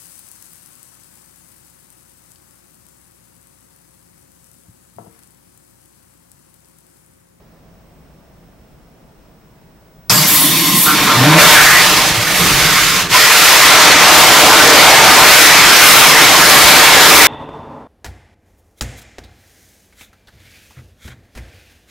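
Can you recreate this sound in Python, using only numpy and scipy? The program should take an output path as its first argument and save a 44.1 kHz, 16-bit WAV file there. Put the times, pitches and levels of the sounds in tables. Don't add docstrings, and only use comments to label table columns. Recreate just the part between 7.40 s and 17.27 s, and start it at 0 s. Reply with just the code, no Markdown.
import sys
import numpy as np
from scipy import signal
from scipy.fft import rfft, irfft, next_fast_len
from scipy.io import wavfile
from scipy.ndimage import uniform_filter1d, map_coordinates

SR = 44100
rng = np.random.default_rng(int(sys.argv[2]) if len(sys.argv) > 2 else 0)


def dump_mix(stems):
    frames = np.atleast_2d(stems).T
    limited = np.clip(frames, -1, 1)
    pcm = np.round(limited * 32767).astype(np.int16)
    wavfile.write(sys.argv[1], SR, pcm)


N = 435266

TORCH_ON_S, VALVES_OPEN_S, SUPERSONIC_S = 2.697, 3.45, 3.96

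# t/s, level/dB
THRUST = [(3.45, -20), (3.62, -16), (3.9, -8), (4.03, -4), (4.3, -6), (4.6, -11.5), (4.74, -16.5),
          (4.9, -16.5), (4.99, -13.5), (5.3, -10.5), (5.59, -13), (5.685, -25), (5.75, -5.5), (5.98, -6),
          (6.25, -3.5), (8.6, -3), (8.95, -5.5), (9.4, -2.5)]
# t/s, level/dB
PLUME_LEVEL = [(3.55, -11), (3.92, -5), (4.2, -14), (4.8, -7), (5.5, -23), (6.1, -13), (6.8, -6),
               (7.78, -4), (7.95, -12.5), (8.7, -7.5), (9.86, -8)]
# t/s, level/dB
TREBLE_LEVEL = [(4.1, 2.5), (4.7, 0), (4.98, 5), (5.25, 1), (5.88, -0.5), (6.05, 3), (6.55, -10.5),
                (6.8, 0.5), (7.55, -5.5), (8.02, 2.5), (8.2, -6), (8.5, 4.5), (8.85, -2), (9.2, 3.5),
                (9.55, -3), (9.75, 2.5)]
# t/s, level/dB
RUMBLE_LEVEL = [(3.45, -27), (3.9, -29), (4.05, -18), (4.3, -21.5), (4.88, -28.5), (5.02, -17.5),
                (5.3, -22.5), (5.8, -27.5), (6.0, -33), (6.6, -24), (8.4, -26), (9.86, -22)]
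# t/s, length/s, centre f/Hz, level/dB
SCREECHES = [(3.457, .05, 1300, -13), (3.656, 0.0906, 1200, -15.5), (3.99, .11, 1330, -12),
             (4.15, .07, 1600, -7), (4.252, .13, 1850, -12), (5.71, 0.048, 1150, -19),
             (6.299, .17, 1200, -11.5), (6.75, .4, 950, -15.5), (8.72, 0.068, 1800, -13),
             (9.77, 0.062, 1900, -8)]
# t/s, length/s, level/dB
SPURTS = [(2.865, .17, -18), (3.34, .12, -19)]
# t/s, length/s, level/dB, rise/s, time to half hot/s
HOWLS = [(2.697, .12, -20, .004, 0.104), (3.729, 0.236, -8.5, 0.064, .15)]
# t/s, level/dB, f/Hz, time to fade by 60 dB/s
THUMPS = [(2.697, -17, 100, 0.14), (3.455, -23, 60, .2), (4.774, -8, 114, 0.14), (4.99, -12, 173, 0.42),
          (5.235, -16, 153, .15), (5.711, -13, 120, .15), (5.745, 2.5, 1007, 0.13)]
# t/s, echo boost/dB, left minus right level/dB
ECHO_AND_PAN = [(2.7, 10.5, 0), (4.2, 9, -0.8), (5.0, 4, -2), (5.8, 3.5, -1.5), (6.5, 3.5, -0.5),
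                (9.86, 3, -.3)]

# f/Hz, relative level/dB
ROAR_COLOUR = [(60, -36), (200, -20), (310, -16.5), (420, -11.5), (600, -6.5), (800, -7), (1200, 0.5),
               (1700, -0.5), (2250, 0.5), (2800, -6), (4000, -10), (8000, -33.5)]
PLUME_COLOUR = [(60, -19), (200, -8.5), (310, -1), (420, -2.5), (600, 0), (760, 2.5), (1000, 2.5),
                (1500, -14), (3000, -49)]
HISS_COLOUR = [(1500, -22), (2600, -3.5), (3600, -1.5), (5200, -2.5), (7000, -6), (9000, -14.5),
               (12000, -32), (16000, -38)]
FIZZ_COLOUR = [(4000, -18), (7000, 1.5), (9000, 3), (12000, 0.5), (16000, -4)]
RUMBLE_COLOUR = [(15, -8), (30, 1.5), (65, 1), (110, -2.5), (175, 4), (230, -6), (310, -4.5), (450, -6.5),
                 (900, -35)]
BLAST_COLOUR = [(60, -3), (200, -8), (380, -13), (620, 2.5), (800, -2.5), (1250, 4.5), (1750, -6),
                (2200, 1), (2800, -11), (4800, 1), (8000, -2.5), (16000, -28)]
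TORCH_COLOUR = [(90, -21), (300, -9), (540, -9), (760, -9.5), (1020, -1), (1330, -6), (1640, -8.5),
                (1900, -0.5), (2700, -1), (3600, 0.5), (5200, -3), (7000, -4.5), (11000, -13.5),
                (16000, -22)]
PURGE_COLOUR = [(4000, -17), (7000, -2.5), (9000, 0.5), (10500, -1), (12500, 1.5), (14500, -5), (16000, -1)]
BOOM_COLOUR = [(30, -18), (85, -14), (125, -7.5), (190, 6), (240, -1.5), (320, -11.5), (390, -18),
               (700, -40)]
YARD_COLOUR = [(12, -48), (20, -18), (44, -3), (64, -1.5), (85, -15.5), (166, -2.5), (191, -8), (281, -13),
               (404, -15.5), (630, -17), (833, -20.5), (5230, -38.5), (6010, -37.5), (14200, -48),
               (15500, -35)]
FLAT_COLOUR = [(20, 0), (20000, 0)]

# f/Hz, width/Hz, relative level/dB
CHAMBER_NOTES = [(300, 64, -1.5), (1046, 86, -3.5), (1940, 70, -17), (3010, 60, -12), (3600, 220, -6),
                 (4440, 150, -7), (5620, 180, -9), (6850, 130, -16)]
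HUM_NOTES = [(30, 14, -1), (57, 14, -3), (115, 12, -4), (167, 9, -5), (644, 16, -9), (5300, 270, -28)]
SPIT_NOTES = [(4650, 400, 0), (5400, 400, 0)]
# f/Hz, level/dB
WHINES = [(8242, -78), (15735, -73)]
# f/Hz, gain
WALL_GAIN = [(100, 0.12), (600, 0.19), (1600, 0.14), (3000, 0.1), (8000, .01)]
# f/Hz, likeness from 0 to 1
JET_ALIKE = [(30, 0.85), (130, 0.99), (640, 1), (1400, 0.96), (3100, 0.82), (7500, 0.39), (12000, 0.47),
             (15000, 0.64)]
YARD_ALIKE = [(60, 0.74), (130, 1), (290, 0.7), (640, 0.67), (1410, 0.38), (3100, 0.27), (7000, 0.23),
              (15000, 0.48)]


def jet():
    thrust_db, plume_db = curves(THRUST) + curves(PLUME_LEVEL)
    treble_db, rumble_db = curves(TREBLE_LEVEL) + curves(RUMBLE_LEVEL)
    burning = envelope(VALVES_OPEN_S, np.inf, attack_s=.012, release_s=1)
    flutter = amp(0.59 * wobble(16) + 0.73 * wobble(90))
    roar = amp(thrust_db - 1.04) * rush(ROAR_COLOUR, JET_ALIKE, patchy_db=1.8)
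    plume = amp(thrust_db + plume_db) * rush(PLUME_COLOUR, JET_ALIKE, patchy_db=1.6)
    hiss = amp(0.9 * thrust_db + .15 * treble_db - 3) * rush(HISS_COLOUR, JET_ALIKE, patchy_db=1.44)
    fizz = amp(thrust_db + treble_db - 11) * rush(FIZZ_COLOUR, JET_ALIKE, patchy_db=1.5)
    rumble = amp(rumble_db) * rush(RUMBLE_COLOUR, JET_ALIKE, patchy_db=1.9)
    starting_db = -7 * np.clip((SUPERSONIC_S - clock()) / .05 + 1, 0, 1)
    stalling_db = 0.69 * np.minimum(thrust_db + 17, 0)
    treble = amp(starting_db + stalling_db) * (hiss + fizz)
    return burning * (flutter * (roar + plume + treble) + rumble)


def screech():
    centre_hz, = curves([(t, hz) for s, length, hz, db in SCREECHES for t in (s, s + length)])
    bursts = sum(amp(db) * envelope(s, length, attack_s=0.014, release_s=0.034)
                 for s, length, hz, db in SCREECHES)
    core = amp(2 * wobble(40)) * fuzzy_tone(centre_hz * (1 + .07 * wobble(28)), width_hz=80)
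    tearing = fuzzy_tone(centre_hz, width_hz=560) + amp(-5) * core
    return bursts * amp(wobble(50)) * tearing


def igniter():
    age = clock() - TORCH_ON_S
    strike = lambda db, fade_s: amp(db - 60 * np.abs(age) / fade_s) * (age > 0)
    unsteady = lambda: amp(.6 * wobble(19) + .6 * wobble(83))
    blast = strike(db=-8, fade_s=1.0) * rush(BLAST_COLOUR, JET_ALIKE, patchy_db=4.0)
    spit = strike(db=-7, fade_s=.11) * ringing(SPIT_NOTES, JET_ALIKE)
    torch = amp(-16.5) * torch_flow() * unsteady() * rush(TORCH_COLOUR, JET_ALIKE, patchy_db=2.0)
    purge = amp(-17.5) * envelope(TORCH_ON_S, VALVES_OPEN_S - TORCH_ON_S, attack_s=.003, release_s=0.24)
    spurts = sum(amp(db) * envelope(s, length, attack_s=0.032, release_s=0.033)
                 for s, length, db in SPURTS)
    sizzle = (purge + spurts) * unsteady() * rush(PURGE_COLOUR, JET_ALIKE, patchy_db=2.5)
    return blast + spit + torch + sizzle


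def torch_flow():
    return envelope(TORCH_ON_S, length_s=1.07, attack_s=.003, release_s=0.17)


def chamber():
    filling = np.clip((clock() - 2.8) / 0.22, 0, 1)
    falter_db = -8 * np.exp(-((clock() - 3.42) / 0.031) ** 2)
    boom = amp(-21.5) * rush(BOOM_COLOUR, JET_ALIKE, patchy_db=1.5)
    ring = filling * amp(-18.5) * ringing(CHAMBER_NOTES, JET_ALIKE)
    return torch_flow() * amp(falter_db) * (boom + ring) + sum(howl(*row) for row in HOWLS)


def howl(start_s, length_s, db, attack_s, heating_s):
    cold_hz, hot_hz = 102.7, 189.7
    heat = (1 + np.tanh((clock() - start_s) / heating_s - 1)) / 2
    pitch_hz = cold_hz + (hot_hz - cold_hz) * heat
    size = amp(db) * envelope(start_s, length_s, attack_s, release_s=0.053)
    phase = 2 * np.pi * np.cumsum(pitch_hz * (1 + 0.042 * wobble(90))) / SR
    tone = size * amp(2.1 * wobble(70)) * np.sin(phase)
    return tone + amp(1.0) * size ** 2 * fuzzy_tone(2 * pitch_hz, width_hz=49)


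def thumps():
    out = np.zeros(N)
    for s, db, hz, fade_s in THUMPS:
        age = np.maximum(clock() - s, 0)
        rise = 1 - np.exp(-age / 0.0067)
        out += amp(db - 60 * age / fade_s) * rise * np.sin(2 * np.pi * hz * age)
    return out


def wall_echo(x, delay_s=.0066):
    return filtered(x, lambda hz: along(WALL_GAIN, hz) * np.exp(-2j * np.pi * hz * delay_s))


def machinery():
    whine = sum(amp(db + wobble(6)) * np.sqrt(2) * np.sin(2 * np.pi * hz * clock()) for hz, db in WHINES)
    soft_rush = amp(-46) * rush(YARD_COLOUR, YARD_ALIKE, patchy_db=0.5)
    hum = amp(-51.5) * ringing(HUM_NOTES, YARD_ALIKE)
    return soft_rush + hum + whine


def rush(colour, alike, patchy_db):
    grid = signal.stft(rng.standard_normal((2, N)), nperseg=1024)[2]
    patches = uniform_filter1d(rng.standard_normal(grid.shape[1:]), size=7, axis=0)
    patches = uniform_filter1d(patches, size=8, axis=1)
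    pair = signal.istft(grid * amp(patchy_db * unit(patches)), nperseg=1024)[1][:, :N]
    angle = lambda hz: np.arccos(np.clip(along(alike, hz), -1, 1)) / 2
    shares = lambda hz: [np.cos(angle(hz)), np.sin(angle(hz))]
    mid, side = filtered(pair, lambda hz: amp(along(colour, hz)) * shares(hz))
    return unit(np.array([mid + side, mid - side]))


def ringing(notes, alike):
    peaks = lambda f: sum(amp(db) / (1 + ((f - hz) / width) ** 2) for hz, width, db in notes)
    return unit(filtered(rush(FLAT_COLOUR, alike, patchy_db=.5), peaks))


def fuzzy_tone(centre_hz, width_hz):
    tone = np.exp(2j * np.pi * np.cumsum(centre_hz) / SR)
    return unit(np.real(tone * (wobble(width_hz) + 1j * wobble(width_hz))))


def envelope(start_s, length_s, attack_s, release_s):
    age = clock() - start_s
    return np.clip(age / attack_s, 0, 1) * np.exp(-np.maximum(age - length_s, 0) / release_s)


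def wobble(rate):
    return map_coordinates(rng.standard_normal(int(rate * N / SR) + 4), [clock() * rate], mode="mirror")


def filtered(x, response):
    size = next_fast_len(N + SR // 4)
    return irfft(rfft(x, size) * response(np.fft.rfftfreq(size, 1 / SR)), size)[..., :N]


def curves(rows):
    times, *columns = np.transpose(rows)
    return [np.interp(clock(), times, column) for column in columns]


def along(points, hz):
    freqs, values = np.transpose(points)
    return np.interp(np.log(hz + 1), np.log(freqs + 1), values)


def clock():
    return np.arange(N) / SR


def amp(db):
    return 10 ** (np.asarray(db) / 20)


def unit(x):
    return x / np.sqrt(np.mean(x ** 2) + 1e-20)


def scene():
    echo_db, pan_db = curves(ECHO_AND_PAN)
    rocket = igniter() + chamber() + screech() + jet()
    heard = rocket + amp(echo_db) * wall_echo(rocket) + thumps()
    return heard * amp([pan_db / 2, -pan_db / 2]) + machinery()


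def record(dry):
    ceiling, hardness = .8, 3.4
    ring_hz, width_hz, bass_cut_hz, top_hz = 12300, 3200, 55, 15780
    ring = lambda f: 1 + amp(-1) * 1j * f * width_hz / (ring_hz ** 2 - f ** 2 + 1j * f * width_hz)
    squashed = dry / (1 + np.abs(dry / ceiling) ** hardness) ** (1 / hardness)
    coloured = filtered(squashed, lambda f: ring(f) * 1j * f / (bass_cut_hz + 1j * f))
    return filtered(np.clip(coloured, -1, 1), lambda hz: hz < top_hz)


dry = scene()
out = record(dry)
dump_mix(out)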